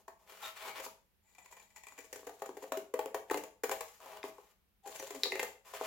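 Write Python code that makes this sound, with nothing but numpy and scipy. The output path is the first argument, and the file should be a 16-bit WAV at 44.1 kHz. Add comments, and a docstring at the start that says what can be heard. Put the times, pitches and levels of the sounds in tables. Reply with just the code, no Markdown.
"""First thin cardboard, bumped in the hand, knocks like a drumhead, then scissors work through it in uneven strokes.
Bursts of tiny snaps drive the modes of sheet and blades, and single fibres crackle in between. Streams of tiny
slips make the card's slide and the blades' grind, wavering resonances the creaks and strong single sheet modes,
and steel kicks the clacks, loudest near the end. A small, hard-walled room adds its tail, standing waves and
faint rush of air; a phone with two microphone ports hangs above the work."""
import sys
import numpy as np
from scipy import signal
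from scipy.fft import rfft, irfft
from scipy.io import wavfile
from scipy.ndimage import uniform_filter1d

SR = 44100
rng = np.random.default_rng(int(sys.argv[2]) if len(sys.argv) > 2 else 0)


def generate_wav(sig):
    """Save sig (samples, or channels by samples) to the path in sys.argv[1] as 16-bit PCM at SR."""
    pcm = np.round(np.clip(np.atleast_2d(sig).T, -1, 1) * 32767).astype(np.int16)
    wavfile.write(sys.argv[1], SR, pcm)


N = 258426  # length of the scene in samples
TIME = np.arange(N) / SR
BURST_SIZE = 4096  # samples

# Levels in the tables are the balance within each layer; scene() trims whole layers.
# fibres giving way, and knocks of the card as it is handled and flexes:
# [t/s, time to peak/ms, sheet knock level/dB, crisp treble level/dB]
TEARS_AND_KNOCKS = [(0.079, 2.53, -43.5, -58), (0.3211, 0.96, -57.5, -62), (0.7975, 3.7, -42.5, -51),
                    (0.8622, 1.97, -43, -66), (1.3485, 1.8, -79, -69), (1.381, 5.5, -57.5, -61.5),
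                    (1.4584, 1.08, -62, -63), (1.5225, 5.8, -55.5, -59.5), (1.5661, 4.8, -57.5, -63),
                    (1.596, 2.54, -65, -63.5), (1.704, 0.62, -87, -73), (1.759, 4.2, -60, -57),
                    (1.7697, 1.85, -64.5, -62.5), (1.8351, 0.85, -67, -60), (1.868, 0.77, -57, -57.5),
                    (1.8842, 0.81, -64, -59.5), (1.9214, 0.83, -59, -65.5), (1.977, 5.1, -54, -58),
                    (1.9869, 1.45, -52.5, -54), (2.0026, 4.6, -64, -60), (2.039, 7.9, -60.5, -58.5),
                    (2.1273, 2.3, -46, -45), (2.1575, 2.8, -49.5, -52), (2.1915, 2.5, -54.5, -62.5),
                    (2.229, 1.65, -55, -83), (2.2675, 3.15, -41, -51), (2.2921, 2.15, -45.5, -59),
                    (2.419, 2.52, -35.5, -50), (2.458, 2.7, -47, -53.5), (2.4908, 1.1, -41.5, -60.5),
                    (2.5675, 3.4, -44, -56), (2.621, 6.9, -42, -53.5), (2.6387, 1.52, -46, -63),
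                    (2.7193, 2.27, -31, -41.5), (2.771, 2, -37, -46), (2.9382, 2.12, -29, -47),
                    (2.9906, 1.55, -30, -44.5), (3.0587, 0.4, -37, -50.5), (3.1436, 3.2, -30.5, -43),
                    (3.2992, 0.37, -46, -54.5), (3.309, 3.08, -28, -41), (3.3349, 0.74, -45, -52),
                    (3.3425, 1.34, -32, -44.5), (3.3708, 3.8, -37, -44), (3.4357, 1.9, -43.5, -51.5),
                    (3.634, 4.13, -30, -37), (3.6944, 0.53, -35, -42.5), (3.712, 4.9, -31.5, -37),
                    (3.8068, 2.15, -39.5, -43), (4.0027, .85, -57, -65), (4.058, 2.1, -48.5, -60.5),
                    (4.2394, 0.87, -38, -56.5), (4.2691, 2.3, -53, -71), (4.3812, 2, -50, -71),
                    (4.857, 6.5, -48, -58), (4.873, 2.9, -54, -51.5), (4.8921, 1.4, -53, -59),
                    (4.9556, 5.6, -63, -50), (4.9964, 2.1, -44.5, -46.5), (5.025, 1.6, -42, -52),
                    (5.1039, 3.2, -43, -48), (5.147, 2.73, -45, -51.5), (5.2335, 2.4, -42, -39),
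                    (5.2513, 6, -37.5, -48), (5.3211, 1.36, -39, -50), (5.3535, 1.9, -39, -48),
                    (5.3935, 3.2, -36.5, -41), (5.4277, 3.23, -34, -39), (5.7352, 2.93, -41.5, -58),
                    (5.811, 0.59, -33, -55)]
# where the knock centres as the sheet is turned and gripped anew: [t/s, f/Hz]
SHEET_PITCH = [(0.1, 774), (1.87, 850), (1.98, 544), (2.45, 590), (3.65, 531), (3.82, 820), (4.1, 810),
               (4.24, 559), (5.2, 555), (5.8, 690)]
# bending modes of the held sheet: [f/Hz, width/Hz, level/dB]
SHEET_MODES = [(114, 110, -27.5), (314.6, 51, -5.5), (425.4, 39, 2), (507.7, 30, -1.5), (657.4, 11, 0.5),
               (776, 130, -8.5), (892.5, 97, -3), (1073, 98, -6)]
# mid-range spectrum of the snaps: [f/Hz, level/dB]
CRACK_SPECTRUM = [(700, -18.5), (1200, -11.5), (1450, -0.5), (1850, 0.5), (2400, -1.5), (3200, -1.5),
                  (4500, -3.5), (5500, -20.5), (8000, -41.5)]
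# treble spectrum of the snaps: [f/Hz, level/dB]
CRISP_SPECTRUM = [(3000, -18), (5000, -5), (6300, -1), (7250, 3), (8100, -6.5), (9800, -3.5), (11000, -6.5),
                  (13000, -3), (15400, -7), (17000, -2)]
# the crack's level lies between treble and knock: share of the knock, and the crack's centre in Hz
CRACK_KNOCK_SHARE, CRACK_HZ = 0.19, 2040

# the hand squeezing the blades through the card: [start t/s, length/s, crackle level at the start/dB]
STROKES = [(1.252, 1, -72.5), (2.131, .56, -71.5), (3.291, 0.068, -64), (3.668, 0.2, -63),
           (4.852, 0.62, -57)]
SQUEEZE_DB_PER_S, STROKE_ATTACK_S, STROKE_RELEASE_S = 1.5, 0.047, 0.039

# card sliding on steel: [start t/s, length/s, level/dB, rumble relative level/dB, hiss relative level/dB]
SLIDES = [(0.0, 0.013, -67.5, 6, 5.5), (0.185, .08, -75, 6, 2.5), (0.276, .12, -57, -2.5, -2.5),
          (0.413, 0.08, -45, -8.5, -3.5), (0.556, 0.056, -47, -14, -8), (0.617, 0.092, -46, -1, -7),
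          (0.748, 0.053, -43.5, -4, -15), (0.832, 0.02, -48.5, -1, 6), (3.848, 0.13, -66, -13, 5.5),
          (4.007, 0.1, -58, 4.5, -4), (4.104, 0.081, -55, 6, -6.5), (4.23, 0.055, -55.5, 8, 2.5),
          (4.327, 0.19, -70, -1.5, 1.5), (5.656, 0.063, -54.5, -2.5, -0.5), (5.745, 0.021, -41, -6, -2.5),
          (5.806, 0.067, -44.5, -3, -4.5)]
SLIDE_ATTACK_S, SLIDE_RELEASE_S = 0.033, 0.011
# low spectrum of the sheet: [f/Hz, level/dB]
RUMBLE_SPECTRUM = [(30, -64), (120, -25), (220, -17), (330, -14.5), (420, 0), (540, -2), (590, -2),
                   (645, 10.5), (710, -3.5), (830, 4.5), (1120, 1.5), (1400, -18.5), (2200, -24)]
# mid-range spectrum of the sliding card: [f/Hz, level/dB]
RASP_SPECTRUM = [(100, -50), (800, -2.5), (1300, -1), (1600, -4.5), (2200, -3), (3000, -5), (3700, -9.5),
                 (4400, -11.5), (7000, -19)]
# treble spectrum of the sliding card: [f/Hz, level/dB]
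HISS_SPECTRUM = [(3000, -22.5), (5000, -6), (6200, -4), (7200, -2), (8300, -10.5), (11000, -6),
                 (13500, -4.5), (15500, -13), (17000, 0)]

# resonances of the grinding blades, before grinding() sharpens them: [f/Hz, width/Hz, level/dB]
GRIND_MODES = [(885, 130, 3.5), (1970, 120, -0.5), (2296, 260, -2), (7000, 220, 0), (7490, 630, -4)]
# in the first slow stroke the blades stand open and ring freely; otherwise the wedged card quiets the jolts
FREE_START_S, FREE_LENGTH_S, WEDGED_DB = 1.237, 0.742, -15.5
# the jolt of a light burst, its growth in dB per dB of crisp treble, and its time to peak
LIGHT_BURST_DB, JOLT_DB, JOLT_GROWTH, JOLT_MS = -60, -57, 1, 2.7

# blades knocking together: [t/s, level/dB, ring centre f/Hz, ring spread/octaves, contact time/ms]
CLACKS = [(0.862, -56, 2180, 0.75, 1.2), (3.2991, -42, 1810, 0.22, 0.76), (3.3425, -45.5, 2400, 0.38, 0.8),
          (4.2299, -47.5, 2200, 0.41, 0.62), (5.234, -28.5, 3440, 0.39, 0.47),
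          (5.3194, -35.5, 2180, 0.23, 1.5), (5.3532, -43, 2060, 0.22, 2.97),
          (5.3934, -35.5, 1920, 0.36, 2.05)]
# ring of the blades: [f/Hz, width/Hz, level/dB]
BLADE_MODES = [(1966, 53, 0.5), (2080, 79, 7.5), (2610, 410, 5), (3140, 86, -5), (3510, 85, -2),
               (3840, 260, 2), (4300, 670, -5), (4700, 1400, -4.5), (7000, 400, -10.5)]

# creaks of card on steel, and single modes of the sheet ringing out strongly:
# [peak t/s, half length/s, f/Hz, level/dB]
CREAKS_AND_RINGS = [(0.432, 0.0037, 825, -41.5), (0.447, 0.013, 3720, -48), (0.454, 0.023, 1334, -48),
                    (0.679, 0.046, 2230, -51), (0.799, 0.006, 318, -56.5), (0.865, 0.0031, 275, -54),
                    (3.315, 0.0087, 872, -35.5), (3.356, 0.01, 289, -46.5), (4.865, 0.013, 792, -46.5),
                    (5.001, 0.007, 6030, -47.5), (5.165, 0.018, 284.6, -53.5), (5.346, 0.026, 378.5, -47.5)]
CREAK_Q = 12

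# reverberation: [f/Hz, level against the direct sound/dB, t60/s]
ROOM_TAIL = [(150, 9.5, 0.3), (515, -6.5, 0.37), (1170, -4, 0.35), (3140, 0.5, 0.32), (7240, -6, 0.38),
             (15000, 0, 0.25)]
# standing waves of the room: [f/Hz, width/Hz, level/dB]
ROOM_MODES = [(301, 9.8, 3), (333, 7.3, -6.5), (407.6, 10.9, 1), (432, 6.3, -6), (504.3, 42, -1.5),
              (547, 5.2, 2.5), (647.2, 10, 3), (815, 7, -11), (805, 12, -15.5), (877, 6.3, -9),
              (1010, 2.3, -18.5), (1132, 6.2, 0.5), (1892, 9.1, 4.5), (1917, 24, -14)]
# spectrum of the empty room: [f/Hz, level/dB]
AIR_SPECTRUM = [(20, -20), (35, -5), (50, 3), (80, -2.5), (150, -10.5), (205, -2), (250, -17), (400, -13),
                (600, -19), (2400, -20.5), (8000, -30.5), (13000, -22.5), (16000, -24.5)]
AIR_DB = -76
# colour of the two ports: [f/Hz, left minus right level/dB]
PORT_BALANCE = [(100, 3.5), (250, 1), (500, 3), (1200, 3), (2200, 3), (4200, 3), (6000, 3), (7500, 10),
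                (10000, -3.5), (15000, 3.5)]
TOP_HZ = 16100  # upper edge of the phone's range


def tears_and_knocks(knock_db, crack_db, crisp_db):
    """Each tear or bump of the card cracks, sprays treble and lets the bent sheet spring back."""
    out, f = np.zeros((2, N)), bins(BURST_SIZE)
    # the sheet radiates its middle range best
    radiation = 1 / np.sqrt((1 + (200 / f) ** 2) * (1 + (f / 1500) ** 4))
    crack = causal(colour(CRACK_SPECTRUM, BURST_SIZE) * bump(CRACK_HZ, octaves=0.48))
    crisp = colour(CRISP_SPECTRUM, BURST_SIZE)
    for s, ms, knock, treble in TEARS_AND_KNOCKS:
        crack_a, crack_b, crisp_a, crisp_b = (burst(ms, rate=9000, scatter_db=3.0) for _ in range(4))

        # the sheet is bent a little differently every time, which moves its modes
        bend = 1 + 0.039 * rng.standard_normal(len(SHEET_MODES))
        bent_modes = [(hz * k, width, db) for (hz, width, db), k in zip(SHEET_MODES, bend)]
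        sheet = resonances(bent_modes, BURST_SIZE)
        knock_hz = np.interp(s, *np.transpose(SHEET_PITCH))
        # the sheet gets one clean kick besides the snaps; in a tear, the blade's load suddenly lets go
        kick = 1.2 * crack_a / np.sqrt(np.sum(crack_a ** 2) + 1e-18)
        kick[int(ms * .7 * SR / 1e3)] += 1
        drumhead = causal(sheet * radiation * bump(knock_hz, octaves=0.44))
        add(out, s, ring(kick, drumhead, knock + knock_db))

        sharp = treble + CRACK_KNOCK_SHARE * (knock - treble)
        add(out, s, ring(ports(crack_a, crack_b, likeness=0.42), crack, sharp + crack_db))

        # harder knocks reach higher: dB an octave above 7 kHz
        slope_db = 0.16 * (knock + 43)
        brightness = undb(slope_db * np.log2(np.maximum(f / 7000, 1)))
        spray = ports(crisp_a, crisp_b, likeness=0.057)
        add(out, s, ring(spray, causal(crisp * brightness), treble + crisp_db))
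    return out


def creep(knock_db, crack_db, crisp_db):
    """Single fibres keep crackling between the larger tears, the louder the harder the squeeze."""
    sound = undb(knock_db) * rub(RUMBLE_SPECTRUM, rate=600, scatter_db=2, likeness=.9)
    sound += undb(crack_db) * rub(CRACK_SPECTRUM, rate=700, scatter_db=3.5, likeness=.55)
    sound += undb(crisp_db) * rub(CRISP_SPECTRUM, rate=1600, scatter_db=3.5, likeness=.15)
    return sound * squeeze() * undb(4.5 * walk(rate=90))


def sliding(rumble_db, rasp_db, hiss_db, catch_db):
    """The cut edge drags along the blade, catching unevenly, and the sheet radiates it."""
    rasp, rumble, hiss = np.zeros((3, N))
    for s, length, db, low_db, high_db in SLIDES:
        drag = gesture(s, length, SLIDE_ATTACK_S, SLIDE_RELEASE_S) * undb(db)
        rasp += drag
        rumble += drag * undb(low_db)
        hiss += drag * undb(high_db)
    sound = rumble * undb(rumble_db) * rub(RUMBLE_SPECTRUM, rate=2500, scatter_db=2.0, likeness=0.89)
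    sound += rasp * undb(rasp_db) * rub(RASP_SPECTRUM, rate=2200, scatter_db=2.5, likeness=0.67)
    sound += hiss * undb(hiss_db) * rub(HISS_SPECTRUM, rate=10000, scatter_db=1.5, likeness=0.076)
    return sound * undb(catch_db * walk(rate=95))


def grinding(grind_db, catch_db):
    """Slips of edge on edge ring the blades, faintly in the first slow stroke, in a rush at each tear or knock."""
    slips = ports(fibres(N, rate=3500, scatter_db=3.0), fibres(N, rate=7500, scatter_db=2.0), likeness=0.44)
    # raising the gains to a power sharpens the resonances
    grind = irfft(rfft(slips) * causal(resonances(GRIND_MODES, N) ** 2.0), N)
    free = gesture(FREE_START_S, FREE_LENGTH_S, STROKE_ATTACK_S, STROKE_RELEASE_S)
    out = grind / np.std(grind) * free * undb(grind_db + catch_db * walk(rate=77))

    blades = causal(resonances(GRIND_MODES, BURST_SIZE) ** 1.46 * bump(hz=2180, octaves=0.85))
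    for s, _, _, treble in TEARS_AND_KNOCKS:
        a, b = (burst(JOLT_MS, rate=15000, scatter_db=4.0) for _ in range(2))
        wedged = 1 - np.interp(s, TIME, free)
        db = JOLT_DB + JOLT_GROWTH * (treble - LIGHT_BURST_DB) + WEDGED_DB * wedged
        add(out, s, ring(ports(a, b, likeness=0.52), blades, db))
    return out


def clacks():
    """Steel meets steel: a rough contact and one clean kick ring the heavily damped blades."""
    out, blades = np.zeros((2, N)), resonances(BLADE_MODES, BURST_SIZE)
    for s, db, hz, octaves, ms in CLACKS:
        push = burst(ms, rate=34000, scatter_db=3.5)
        push = 2.1 * push / np.sqrt(np.sum(push ** 2) + 1e-18)
        push[int(ms * SR / 1e3)] += 1
        add(out, s, ring(push, causal(blades * bump(hz, octaves)), db))
    return out


def creaks_and_rings():
    """Creaks of card on steel and single sheet modes ringing out: each a wavering tone that swells and fades."""
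    out, size = np.zeros((2, N)), 4 * BURST_SIZE
    t = (np.arange(size) - size / 2) / SR
    for s, half, hz, db in CREAKS_AND_RINGS:
        width = hz / CREAK_Q
        # the tone stays near its resonance while its phase strays
        stray = np.cumsum(rng.standard_normal(size)) * np.sqrt(np.pi * width / SR)
        stray = uniform_filter1d(stray, max(int(SR / width / 2), 1))
        flutter = undb(2.6 * walk(rate=max(width, 20), size=size))
        swell = np.exp(-.5 * (t / half) ** 2)
        tone = np.sin(2 * np.pi * hz * t + stray)
        add(out, s + t[0], tone * flutter * swell * undb(db))
    return out


def room(dry, modes_db, gap_s):
    """A diffuse tail, alike at both ports only in the bass, and the ring of standing waves."""
    size = 32768
    t, f = np.arange(size) / SR, bins(size)
    points, wet_db, t60 = np.transpose(ROOM_TAIL)
    noise = rfft(rng.standard_normal((2, size)))
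    noise = ports(noise[0], noise[1], np.sinc(np.minimum(f / 1500, 1)))
    centres = 125 * 2. ** np.arange(8)  # octave bands
    tail = 0
    for hz, share in zip(centres, np.eye(len(centres))):
        decay = np.exp(-np.log(1000) * t / along(hz, points, t60))
        fade = decay * np.clip(t / gap_s - 1, 0, 1)  # silent for the gap, then fades in over another
        band = irfft(noise * along(f, centres, share))
        tail = tail + band * fade / np.sqrt(np.sum(fade ** 2)) * undb(along(hz, points, wet_db))
    waves = np.zeros(size)
    for hz, width, db in ROOM_MODES:
        decay = np.exp(-np.pi * width * t)
        waves += undb(db) * 2 * np.pi * width / SR * decay * np.sin(2 * np.pi * hz * t)
    return signal.fftconvolve(dry, tail + undb(modes_db) * waves, axes=1)[:, :N]


def air(db):
    """The faint steady rush of the empty room: coloured noise, most alike at both ports in the bass."""
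    noise = rfft(rng.standard_normal((2, N)))
    likeness = 0.53 / (1 + (bins(N) / 900) ** 2)
    rush = irfft(ports(noise[0], noise[1], likeness) * colour(AIR_SPECTRUM, N), N)
    return rush / np.std(rush) * undb(db)


def fibres(size, rate, scatter_db):
    """Tiny snaps or slips, rate a second, of uneven size and either sign."""
    snaps = rng.random(size) < rate / SR
    signs = np.sign(rng.standard_normal(size))
    return snaps * signs * undb(scatter_db * np.minimum(rng.exponential(size=size), 3.5))


def burst(ms, rate, scatter_db):
    """An avalanche of snaps that peaks after ms and dies away."""
    u = np.arange(BURST_SIZE) / SR * 1000 / ms
    return fibres(BURST_SIZE, rate, scatter_db) * u * np.exp(-u)


def rub(points, rate, scatter_db, likeness):
    """A steady stream of tiny slips with a given spectrum, rms 1."""
    slips = ports(fibres(N, rate, scatter_db), fibres(N, rate, scatter_db), likeness)
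    y = irfft(rfft(slips) * causal(colour(points, N)), N)
    return y / np.std(y)


def gesture(start, length, attack_s, release_s):
    """A movement of the hand: it swells around its start, holds and dies away."""
    rise = np.clip((TIME - start) / attack_s + .5, 0, 1)
    return rise * np.exp(-np.maximum(TIME - start - length, 0) / release_s)


def squeeze():
    """Force on the blades as a gain; it builds through every stroke."""
    force = np.zeros(N)
    for s, length, db in STROKES:
        build_db = SQUEEZE_DB_PER_S * np.clip(TIME - s, 0, length)
        force += gesture(s, length, STROKE_ATTACK_S, STROKE_RELEASE_S) * undb(db + build_db)
    return force


def walk(rate, size=N):
    """Random levels held 1 / rate s and slewed; spread near 1."""
    hold = int(SR / rate)
    steps = rng.standard_normal(size)[np.arange(size) // hold]
    return 1.2 * uniform_filter1d(steps, hold)


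def ports(common, apart, likeness):
    """Two ports hear one part alike and one part with opposite signs."""
    likeness = np.clip(likeness, 0, 1)
    return np.sqrt((1 + likeness) / 2) * common + np.sqrt((1 - likeness) / 2) * np.array([apart, -apart])


def ring(push, response, db):
    """A push sent through a response; db is its energy spread over a hundredth of a second."""
    y = irfft(rfft(push) * response)
    energy = np.mean(np.sum(y ** 2, axis=-1))
    return y * undb(db) / np.sqrt(energy / (SR / 100))


def resonances(modes, size):
    """Gains of a set of damped modes; between two neighbours they cancel."""
    f = bins(size)
    return np.abs(sum(undb(db) / (1 + 1j * (f * f - hz * hz) / (f * width)) for hz, width, db in modes))


def bump(hz, octaves):
    """Gains that favour the modes near one frequency."""
    return 1 / (1 + .5 * (np.log2(bins(BURST_SIZE) / hz) / octaves) ** 2)


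def colour(points, size):
    """Gains of a (Hz, dB) spectrum."""
    return undb(along(bins(size), *np.transpose(points)))


def causal(gain):
    """The response with these gains that starts at once and then rings out (minimum phase)."""
    cepstrum = irfft(np.log(np.maximum(gain, 1e-5)))
    half = len(cepstrum) // 2
    cepstrum[1:half] *= 2
    cepstrum[half + 1:] = 0
    return np.exp(rfft(cepstrum))


def along(hz, points, values):
    """Straight lines between points on a log-frequency axis."""
    return np.interp(np.log(hz), np.log(points), values)


def bins(size):
    """Frequencies of a spectrum, kept above zero."""
    return np.maximum(np.fft.rfftfreq(size, 1 / SR), 1)


def undb(db):
    """Decibels to gain."""
    return 10 ** (np.asarray(db) / 20)


def add(out, s, sound):
    """Mix a sound in at a time."""
    start = max(int(s * SR), 0)
    part = sound[..., :max(N - start, 0)]
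    out[:, start:start + part.shape[-1]] += part


def scene():
    """The work sits a little left of the phone, and each port colours it in its own way."""
    dry = tears_and_knocks(knock_db=-2.0, crack_db=-5.0, crisp_db=0.5)
    dry += creep(knock_db=-7.0, crack_db=-8, crisp_db=-4)
    dry += sliding(rumble_db=-5.5, rasp_db=-4.5, hiss_db=-3.0, catch_db=2.0)
    dry += grinding(grind_db=-78.5, catch_db=6.0)
    dry += clacks() + creaks_and_rings()
    heard = dry + room(dry, modes_db=0.5, gap_s=0.0012)
    balance = np.sqrt(colour(PORT_BALANCE, N))  # half the difference goes to each port
    return irfft(rfft(heard) * np.array([balance, 1 / balance]), N) + air(AIR_DB)


def record(dry):
    """The phone cuts the very top with a steep low-pass."""
    low_pass = signal.ellip(10, .2, 70, TOP_HZ, fs=SR, output="sos")
    return signal.sosfilt(low_pass, dry)


dry = scene()
out = record(dry)
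generate_wav(out)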